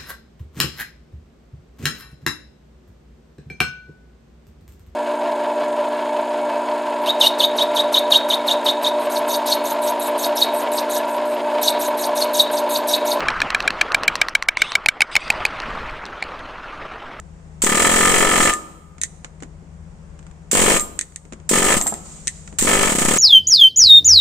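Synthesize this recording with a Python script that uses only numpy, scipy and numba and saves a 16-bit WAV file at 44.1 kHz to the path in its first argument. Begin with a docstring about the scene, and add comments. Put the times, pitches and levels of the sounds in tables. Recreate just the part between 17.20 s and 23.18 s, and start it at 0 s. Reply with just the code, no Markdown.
"""An air chisel hammers the lining off a steel brake shoe in four bursts, in a walled yard.
Each piston stroke vents a puff of exhaust (pressure wavelets), clangs the shoe (filtered noise and decaying
modes) and rattles the chisel under a hiss of air; between bursts, noise knocks and ringing modes make contacts.
An engine idles far off as a few wavering sines, walls add a noise tail, and a peak limiter ducks the loudest
blows and recovers slowly."""
import sys
import numpy as np
from scipy import signal
from scipy.fft import rfft, irfft
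from scipy.io import wavfile
from scipy.ndimage import uniform_filter1d, minimum_filter1d
from numba import njit

SR = 44100
rng = np.random.default_rng(int(sys.argv[2]) if len(sys.argv) > 2 else 0)


def output_pcm(signal):
    """Save a mono or channel-first signal as 16-bit PCM at the path in sys.argv[1].

    Samples are clipped to [-1, 1] before scaling.
    """
    pcm = np.clip(np.atleast_2d(signal).T, -1, 1) * 32767
    wavfile.write(sys.argv[1], SR, np.round(pcm).astype(np.int16))


N = 263718

# Levels in the tables are relative: the functions add trims or normalise.
# Piston speed, one curve per trigger pull. Each row: time in seconds, strokes per second.
STROKE_RATE = [
    [(.4372, 42.5), (.4778, 34.8), (.5978, 41.3), (.7978, 44.9), (1.1178, 46.7), (1.1778, 43.6),
     (1.2378, 36), (1.2598, 56.2), (1.2956, 39.2)],
    [(3.3294, 53.3), (3.4078, 42), (3.4878, 52.2), (3.5647, 45.2)],
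    [(4.3111, 52), (4.3428, 46.1), (4.4278, 44.8), (4.5128, 57.2), (4.5723, 23.5)],
    [(5.4232, 37.7), (5.4578, 49.8), (5.6478, 49.9), (5.7378, 31.1), (5.8628, 29.1), (5.8978, 38.2),
     (5.98, 38.2)],
]
# Trigger pulls. Each row: valve opens in seconds, chisel bites in seconds, exhaust puff in dB,
# blow on the shoe in dB, air and rattle in dB, ring of the shoe relative to the blow in dB.
PULLS = [(0.4195, .46, -24.5, -17.5, -19, 3.5), (3.3137, 3.345, -25, -20, -20, -5),
         (4.2919, 4.328, -22.5, -19, -18.5, 1), (5.3864, 5.462, -23, -17.5, -17.5, -1)]
# The loose chisel snaps against steel. Each row: start in seconds, crack in dB, ring of the free chisel in dB.
SNAPS = [(.4455, 5, -8), (1.33, -2.5, -11.5), (1.337, 3, -26.5), (1.8154, -5.5, -48), (1.8353, -2.5, -51),
         (3.566, -14.5, -12), (3.597, -0.5, -32), (3.6055, -5.5, -6), (3.791, 3, -42), (3.8113, 1, -42),
         (3.9603, -12.5, -57), (4.5685, -25.5, -6.5), (4.6128, 1, -14), (4.623, -9, -6), (4.668, -1.5, -4),
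         (4.676, -5, -8.5), (4.7401, -11, -29), (5.0724, -6, -43), (5.0789, 1, -42), (5.411, -1.5, -15)]
# Light, dull knocks as tool and shoe are shifted. Each row: start in seconds, tick in dB, thud in dB.
KNOCKS = [(1.782, -37.5, -46), (2.0457, -25.5, -37.5), (2.204, -41, -50), (2.224, -30.5, -28.5),
          (2.233, -32, -32), (2.424, -60, -42), (2.9914, -40.5, -57), (3.028, -46, -55), (3.0666, -41, -51),
          (3.112, -45, -62), (3.922, -41, -37), (4.052, -40, -32.5), (4.124, -29, -27), (4.133, -31, -42),
          (4.2, -43.5, -56), (5.276, -32, -56), (5.3266, -40, -29.5)]
# Blows as the pressure comes off. Each row: start in seconds, low modes in dB, high modes in dB.
EASED_BLOWS = [(1.2575, -32, -12), (1.2802, -30, -11), (1.288, -8, -30), (1.33066, -13.5, -15),
               (3.5638, -22, -30), (3.5999, -26, -34), (4.522, -24, -12), (4.548, -18, -28)]
# Last slow strokes, hollow in the barrel. 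Each row: start in seconds, level in dB.
IDLE_STROKES = [(4.609, -18), (4.662, -16), (4.7229, -18)]
# Air leaks at the trigger valve. Each row: start in seconds, shut in seconds, level in dB.
LEAKS = [(1.213, 1.25, -14.5), (3.546, 3.606, -33), (4.595, 4.69, -37), (4.69, 5.293, -47),
         (4.852, 4.926, -48.5)]

# Modes of the shoe pressed down by the chisel. Each row: frequency in Hz, level in dB, t60 in seconds.
SHOE_HELD = [(970, -4.5, .07), (1218, -3.5, .27), (1280, -4, .1), (1299, -1, .14), (1647, -10, .07),
             (1759, 0.5, .125), (1782, -3, .08), (1846, -3, .07), (1972, -3, .08), (2015, -4, .07),
             (2248, -6, .07), (2347, -8, .07), (2523, -9, .06), (2815, -10, .07), (3235, -5, .06),
             (3713, -17, .1), (4040, -13, .12), (5160, -18, .1), (5545, -17, .1)]
# Modes of the shoe once the pressure is off. Each row: frequency in Hz, level in dB, t60 in seconds.
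SHOE_FREE = [(328, -24, .3), (484, -28, .5), (743, -28, .4), (1219, 0, .19), (1220, -16, .52),
             (1290, -15, .22), (1762, 0, .12), (1795, -5, .09), (1975, -12, .07), (2815, -19, .15)]
# Modes of the free chisel. Each row: frequency in Hz, level in dB, t60 in seconds.
CHISEL = [(7364, -17, .15), (7585, 0, .15), (7640, -11, .08), (7709, -10, .12), (8520, -13, .06),
          (9448, -18, .22), (11280, -28, .26), (13540, -23, .22), (13600, -28, .14)]
# Modes of the tool's barrel. Each row: frequency in Hz, level in dB, t60 in seconds.
BARREL = [(221, -5, .08), (450, -4, .05), (570, -4, .05), (690, -3, .07), (735, -3, .09), (800, -4, .07),
          (1020, -7, .06), (1300, -7, .08), (1650, -11, .04)]
# Boom of shoe, ground and barrel at a stroke. Each row: frequency in Hz, level in dB, t60 in seconds.
BOOM = [(165, -13, .06), (200, -6, .06), (226, 3, .08), (295, -1.5, .06), (400, -8, .06), (506, -9, .07),
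        (610, -9, .05), (740, -2, .08), (850, -5, .08), (982, -7, .09)]
# Brief clack of steel on steel. Each row: frequency in Hz, level in dB, t60 in seconds.
CLACK = [(1830, -3, .06), (1915, -5, .05), (2010, -4, .07), (2230, -7, .05), (2480, -9, .04),
         (3800, -8, .04), (6350, 0, .06), (6950, -2, .05), (8350, 0, .05)]
# Tones of the far engine. Each row: frequency in Hz, rms level in dB.
IDLE = [(48.4, -49.5), (77.7, -46), (114, -72.5), (143, -60.5), (157, -47), (171.6, -53.5), (200, -60),
        (230, -75.5)]

# Noise spectrum of exhaust reflections and thuds. Each row: frequency in Hz, density in dB per Hz.
PUFF_TAIL = [(110, -38), (170, -28), (220, 8), (380, 1.5), (600, -9.5), (900, -20), (1300, -48.5)]
# Noise spectrum of the shoe's dense modes. Each row: frequency in Hz, density in dB per Hz.
CLANG = [(150, -12), (400, 4), (650, 3.5), (900, 0.5), (1300, -2), (1520, -3.5), (1900, -1), (2500, -4),
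         (3250, -2), (3550, -24), (5000, -14.5), (7000, -64)]
# Noise spectrum of air and chisel rattle. Each row: frequency in Hz, density in dB per Hz.
AIR = [(200, -21), (1500, -14.5), (3500, -14), (5000, -16), (6200, -10.5), (7000, -5), (7600, -2.5),
       (8600, -3.5), (9400, -10), (10200, -20), (13000, -19.5), (15300, -22.5)]
# Noise spectrum of a steel snap. Each row: frequency in Hz, density in dB per Hz.
SNAP = [(300, -12.5), (1000, -46), (1500, -11.5), (1820, -3.5), (2600, -13), (3800, -8), (5200, -13),
        (6300, -1.5), (8400, 5.5), (9600, -13), (11500, -24), (15000, -45)]
# Noise spectrum of a light tick. Each row: frequency in Hz, density in dB per Hz.
KNOCK = [(600, -0.5), (1300, 4.5), (2200, 1), (3500, -7), (5000, -10.5), (7200, 0.5), (9000, -8),
         (10200, -54), (15000, -36.5)]
# Noise spectrum of the leaking valve. Each row: frequency in Hz, density in dB per Hz.
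LEAK_HISS = [(1200, -14.5), (3500, -15), (5500, -13), (7100, -0.5), (8600, -3.5), (9500, -19.5),
             (10300, -25), (15000, -43)]
# Noise spectrum of the distant outdoors. Each row: frequency in Hz, density in dB per Hz.
YARD = [(20, -8), (50, 3.5), (90, -2.5), (125, -9.5), (180, -0.5), (250, -15.5), (500, -14), (1000, -20),
        (1300, -23), (2000, -27.5), (4000, -38.5), (7200, -33), (9000, -36), (10300, -56), (15000, -58.5)]
# Noise spectrum of the jet's buffeting. Each row: frequency in Hz, density in dB per Hz.
DRAUGHT = [(3, 7), (10, -11.5), (20, -1.5), (40, -11.5), (90, -17.5), (160, -20.5), (400, -67.0)]
# Noise spectrum of the wall echo. Each row: frequency in Hz, density in dB per Hz.
ECHO = [(100, 16.0), (500, 10.0), (1250, 9.5), (1750, -1.5), (4000, 2.0), (8000, -1.0), (12000, 4.5)]
# Noise spectrum of the piston's hollow thud. Each row: frequency in Hz, density in dB per Hz.
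HOLLOW_THUD = [(120, -12), (220, 4), (750, 0), (1400, -4), (2500, -28)]

# Resonances of the two microphone ports. Each row: frequency in Hz, left minus right in dB.
PORTS = [(60, 4.5), (250, 4.5), (600, 1), (1300, 2), (2400, 0.5), (5500, -2), (6300, 0), (7200, -12),
         (7900, 6), (8500, 1.5), (9300, 4), (10200, 0.5)]
# Likeness of left and right in all noise. Each row: frequency in Hz, correlation.
LIKENESS = [(50, 0.7), (280, 0.95), (640, 0.21), (1400, 0), (3000, 0.028), (7000, 0.25), (15000, 0)]

USUAL_RATE = 45  # strokes per second at which the pace is zero octaves
AIR_DB_PER_OCTAVE = 1.5  # air and rattle grow with piston speed


def undb(db):
    """Level to amplitude ratio: 20 dB is a factor of ten."""
    return 10 ** (np.asarray(db) / 20)


def clock():
    """Sampling: the time in seconds of every sample."""
    return np.arange(N) / SR


def on_bins(points):
    """Logarithmic frequency interpolation of a table at every Fourier bin."""
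    hz, value = np.transpose(points)
    bin_hz = np.maximum(np.arange(N // 2 + 1) * SR / N, 1)
    return np.interp(np.log(bin_hz), np.log(hz), value)


def noise(spectrum):
    """Spectral shaping: stereo noise of rms 1; mid and side weights set the channel correlation."""
    mid, side = rfft(rng.standard_normal((2, N)))
    alike = np.clip(on_bins(LIKENESS), -1, 1)
    mid = mid * np.sqrt(1 + alike)
    side = side * np.sqrt(1 - alike)
    x = irfft(np.array([mid + side, mid - side]) * undb(on_bins(spectrum)), N)
    return x / x.std()


def walk(rate):
    """Low-pass random fluctuation: twice-smoothed random steps with a standard deviation of 1."""
    k = int(SR / rate)
    steps = np.repeat(rng.standard_normal(N // k + 1), k)
    x = uniform_filter1d(uniform_filter1d(steps, k), k)[:N]
    return x / x.std()


def fade(t60):
    """Exponential decay: amplitude falls by 60 dB in t60 seconds."""
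    return np.exp(-np.log(1000) * clock() / t60)


def gate(start, end, attack_s, release_t60_s):
    """Valve envelope: linear rise, hold until the end, exponential release."""
    t = clock()
    rise = np.clip((t - start) / attack_s, 0, 1)
    return rise * np.exp(-np.log(1000) * np.maximum(t - end, 0) / release_t60_s)


def unit(x):
    """Energy normalisation: a response of energy 1, averaged over the channels."""
    return x / np.sqrt(np.mean(np.sum(x ** 2, axis=-1)))


def scatter(size, spread_db=.8):
    """Random variation: no two strokes are quite alike in level."""
    return size * undb(spread_db * rng.standard_normal(len(size)))


def strike(times, sizes, response):
    """Convolution: each impulse starts the first second of the same response."""
    pulses = np.zeros(N)
    samples = np.clip((np.asarray(times) * SR).astype(int), 0, N - 1)
    np.add.at(pulses, samples, sizes)
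    return signal.fftconvolve(pulses[None], np.atleast_2d(response)[:, :SR], axes=1)[:, :N]


def crash(times, sizes, spectrum, shape):
    """High modal density: countless close modes act as noise whose blow energies add."""
    envelope = np.sqrt(np.abs(strike(times, np.square(sizes), shape ** 2)))
    softened = uniform_filter1d(uniform_filter1d(envelope, size=15), size=15)
    return noise(spectrum) * softened


def ring(modes, spread=.55, contact_s=.0002):
    """Modal superposition: decaying sines after a soft contact, with a separate phase at each port."""
    t = np.arange(SR) / SR
    total = 0
    for hz, db, t60 in modes:
        phase = spread * rng.standard_normal((2, 1))
        total = total + undb(db) * np.exp(-np.log(1000) * t / t60) * np.sin(2 * np.pi * hz * t + phase)
    push = 1 - np.exp(-(t / contact_s) ** 2)
    return push * total


def background(noise_db=-45.5, engine_db=-1, waver_db=1.5, drift_rad=0.27):
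    """Distant sources: slowly swelling outdoor noise and wavering engine tones, a little to the left."""
    engine = 0
    for hz, db in IDLE:
        level = np.sqrt(2) * undb(db + waver_db * walk(7.4))  # sqrt(2) turns rms into peak
        phase = drift_rad * walk(1.1) + rng.uniform(0, 2 * np.pi)
        engine = engine + level * np.sin(2 * np.pi * hz * clock() + phase)
    pan_db = np.array([[1.3], [-1.3]])
    swell_db = .6 * walk(1.5)
    return undb(engine_db + pan_db) * engine + noise(YARD) * undb(noise_db + swell_db)


def yard_echo(x, db=-19, t60_s=0.73, gap_s=.012):
    """Diffuse reflection: walls and scrap return a thin decaying tail, weaker above the low range."""
    tail = noise(ECHO) * fade(t60_s) * (clock() > gap_s)
    return undb(db) * signal.fftconvolve(x, unit(tail[:, :SR]), axes=1)[:, :N]


def draught(flow, db=-1, delay_s=0.0071):
    """Turbulent pressure: the exhaust jet reaches the microphone a little later and buffets it."""
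    late_flow = np.interp(clock() - delay_s, clock(), flow)
    return undb(db) * noise(DRAUGHT) * late_flow


def leak(flutter_db=1.5, attack_s=0.0034, release_t60_s=0.43):
    """Turbulent flow through a narrow gap: a thin hiss while the trigger is nearly shut."""
    opening = sum(undb(db) * gate(start, end, attack_s, release_t60_s) for start, end, db in LEAKS)
    return noise(LEAK_HISS) * opening * undb(flutter_db * walk(39))


def run_down(thud_db=-13):
    """Cavity resonance: with the trigger nearly shut the piston falls back with dull, hollow thuds."""
    s, stroke_db = np.transpose(IDLE_STROKES)
    thud = crash(s, undb(stroke_db + thud_db), HOLLOW_THUD, fade(.16))
    return strike(s, undb(stroke_db), ring(BARREL, contact_s=0.00058)) + thud


def knocks(tick_db=-1, thud_db=-4):
    """Light impact: a tick of steel and a thud of the shoe on the ground, both short noise."""
    s, db, thud = np.transpose(KNOCKS)
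    tick_decay = fade(.016) + .25 * fade(.1)
    ticks = crash(s, undb(db + tick_db), KNOCK, tick_decay)
    return ticks + crash(s, undb(thud + thud_db), PUFF_TAIL, fade(.09))


def snaps(crack_db=-4, chisel_db=-3, clack_db=-24, crack_t60_s=0.0064, rattle_db=-18, rattle_t60_s=0.1):
    """Hard impact, also as each pull throws the chisel forward: crack, clack, rattle and free ringing."""
    throw_db, throw_ring_db = -10, -15
    throws = [(pull[0], throw_db, throw_ring_db) for pull in PULLS]
    s, db, free_chisel = np.transpose(list(SNAPS) + throws)
    decay = fade(crack_t60_s) + undb(rattle_db) * fade(rattle_t60_s)
    crack = crash(s, undb(db + crack_db), SNAP, decay)
    clack = strike(s, undb(db + clack_db), ring(CLACK))
    return crack + clack + strike(s, undb(free_chisel + chisel_db), ring(CHISEL))


def inrush(db=-13.5, t60_s=0.12):
    """Sudden expansion: a spit of air just before the first stroke of each pull."""
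    opens = [pull[0] for pull in PULLS]
    return crash(opens, np.full(len(opens), undb(db)), AIR, fade(t60_s))


def eased_shoe():
    """Reduced damping: as pressure comes off, blows ring low or high modes according to where they land."""
    s, low_db, high_db = np.transpose(EASED_BLOWS)
    split_hz, phase_spread = 1500, .26
    low = ring([mode for mode in SHOE_FREE if mode[0] < split_hz], phase_spread)
    high = ring([mode for mode in SHOE_FREE if mode[0] >= split_hz], phase_spread)
    return strike(s, undb(low_db), low) + strike(s, undb(high_db), high)


def octaves(speed, t):
    """Logarithmic pace: octaves of piston speed above the usual rate at the times t."""
    return np.log2(np.interp(t, *np.transpose(speed)) / USUAL_RATE)


def airflow(attack_s=0.044, release_t60_s=0.26):
    """Flow control: air comes on with the trigger, follows the piston and dies after the last stroke."""
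    flow = 0
    for speed, (opens, _, _, _, air_db, _) in zip(STROKE_RATE, PULLS):
        level = undb(air_db + AIR_DB_PER_OCTAVE * octaves(speed, clock()))
        flow = flow + level * gate(opens, speed[-1][0], attack_s, release_t60_s)
    return flow


def chatter(flow, db=2, spread_db=3, t60_s=0.016, per_s=220):
    """Random impacts: the chisel's shank clatters in its holder while the air flows."""
    count = int(per_s * N / SR)
    s = rng.uniform(0, N / SR, count)
    sizes = undb(spread_db * np.minimum(rng.exponential(size=count), 3))
    return undb(db) * flow * crash(s, sizes, AIR, fade(t60_s))


def air(times, size, flow, rattle_db=30, steel_db=17.0, flutter_db=2):
    """Damped impact and jet noise: the loaded chisel jangles on stroke and return over spurts and hiss."""
    lag_s, return_s, return_jitter_s = .001, .0088, .0006
    return_db, spurt_db, hiss_db = -1.5, -27, -3.5
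    returns = times + return_s + return_jitter_s * rng.standard_normal(len(times))
    hits = np.r_[times + lag_s, returns]
    size = scatter(np.r_[size, size * undb(return_db)], spread_db=1.5)
    decay = (fade(.025) + .8 * fade(.13)) * (1 - np.exp(-clock() / .0004))
    jangle = strike(hits, size, unit((noise(AIR) * decay)[:, :SR]))
    spurts = undb(spurt_db) * crash(hits, size, AIR, decay)
    steel = strike(hits, size, unit(ring(CHISEL) * fade(.12)[:SR]))  # the load shortens the ring
    hiss = noise(AIR) * flow * undb(hiss_db + flutter_db * walk(110))
    return undb(rattle_db) * (jangle + spurts) + undb(steel_db) * steel + hiss


def puff_wave(cycles, width_cycles=.33):
    """Volume displacement: a push-pull pressure wave under a Gaussian window."""
    return -np.sin(2 * np.pi * cycles) * np.exp(-(cycles / width_cycles) ** 2 / 2)


def exhaust(times, size, pace, low_cut_hz=120):
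    """Pulsed flow: strokes vent a wave and a weaker, sharper, opposite return, with boom and reflections."""
    vent_s, return_s, peak_db, return_db, boom_db = .0022, .0068, 19, -8, 30.5
    tail_db, tail_t60_s, turbulence_db = 20, .08, -2
    size = scatter(size)
    t, vents = clock(), np.zeros(N)
    starts = times + vent_s
    pitches_hz = 335 * 2 ** (.6 * pace)  # a faster piston gives shorter, higher puffs
    for start, strength, hz in zip(starts, size * undb(peak_db), pitches_hz):
        near = np.abs(t - start) < 2 * return_s
        age = t[near] - start
        back = undb(return_db) * puff_wave(np.sqrt(2) * hz * (age - return_s))
        vents[near] += strength * (puff_wave(hz * age) - back)
    tail_decay = fade(tail_t60_s)
    reflections = undb(tail_db) * unit((noise(PUFF_TAIL) * tail_decay)[:, :SR])
    around = reflections - undb(boom_db) * unit(ring(BOOM))
    turbulence = undb(turbulence_db) * crash(starts, size, PUFF_TAIL, tail_decay)
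    puffs = vents + strike(starts, size, around) + turbulence
    return signal.sosfilt(signal.butter(2, low_cut_hz, "high", fs=SR, output="sos"), puffs)


def shoe(times, size, ringing, modes_db=32, clang_db=30):
    """Impact with one rebound: a repeated short clang, the shoe's modes and a little grinding of the lining."""
    travel_s, seat_jitter_s, bounce_s, bounce_db, grind_db = .0045, .00006, .0083, -4, -25
    blows = times + travel_s + seat_jitter_s * rng.standard_normal(len(times))
    size = scatter(size, spread_db=1.4)
    bounces = blows + bounce_s * rng.uniform(.85, 1.15, len(blows))
    hits = np.r_[blows, bounces]
    sizes = undb(clang_db) * np.r_[size, size * undb(bounce_db)]
    decay = fade(.022) + .5 * fade(.13)
    clang = strike(hits, sizes, unit((noise(CLANG) * decay)[:, :SR]))
    response = unit(ring(SHOE_HELD, contact_s=0.00056))
    modes = undb(modes_db) * strike(blows, scatter(size * ringing), response)
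    return clang + modes + undb(grind_db) * crash(hits, sizes, CLANG, decay)


def strokes(speed, jitter_s=.00004):
    """Phase accumulation: the piston completes a cycle at each whole number of the integrated rate."""
    t = np.arange(speed[0][0], speed[-1][0], 1 / SR)
    cycles = np.cumsum(np.interp(t, *np.transpose(speed))) / SR
    times = np.interp(np.arange(int(cycles[-1]) + 1), cycles, t)
    return times + jitter_s * rng.standard_normal(len(times))


def hammering(blow_db_per_octave=7, unseated_db=-10.5):
    """Periodic excitation: time, pace, puff, blow, rattle and shoe ring of every stroke."""
    columns = []
    for speed, (opens, bites, puff_db, blow_db, air_db, ring_db) in zip(STROKE_RATE, PULLS):
        t = strokes(speed)
        pace = octaves(speed, t)
        puff = np.full(len(t), undb(puff_db))
        # a stroke before the chisel bites barely reaches the shoe
        blow = undb(blow_db + blow_db_per_octave * pace + unseated_db * (t < bites))
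        rattle = undb(air_db + AIR_DB_PER_OCTAVE * pace)
        columns.append([t, pace, puff, blow, rattle, np.full(len(t), undb(ring_db))])
    return np.concatenate(columns, axis=1)


def scene():
    """Linear superposition: the tool, its echo, its draught and the yard."""
    times, pace, puff, blow, rattle, ringing = hammering()
    flow = airflow()
    bursts = exhaust(times, puff, pace) + shoe(times, blow, ringing) + air(times, rattle, flow) + chatter(flow)
    work = bursts + eased_shoe() + snaps() + inrush() + knocks() + run_down() + leak()
    return work + yard_echo(work) + draught(flow) + background()


@njit
def hold(peak, release):
    """Peak detection: follow rises at once and let go exponentially."""
    out, e = np.empty(len(peak)), 0.
    for i in range(len(peak)):
        e = max(peak[i], e * (1 - release))
        out[i] = e
    return out


def record(dry, ceiling=0.86, release_s=0.46, top_hz=15550):
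    """Reception: port resonances, a look-ahead peak limiter and a steep treble cut."""
    x = irfft(rfft(dry) * undb(np.outer([.5, -.5], on_bins(PORTS))), N)
    peaks = hold(np.abs(x).max(axis=0), 1 / (release_s * SR))
    gain = ceiling / np.maximum(peaks, ceiling)
    gain = uniform_filter1d(minimum_filter1d(gain, size=65), size=65)  # starts ducking ahead of the peak
    return signal.sosfilt(signal.ellip(10, .2, 80, top_hz, fs=SR, output="sos"), x * gain)


dry = scene()
out = record(dry)
output_pcm(out)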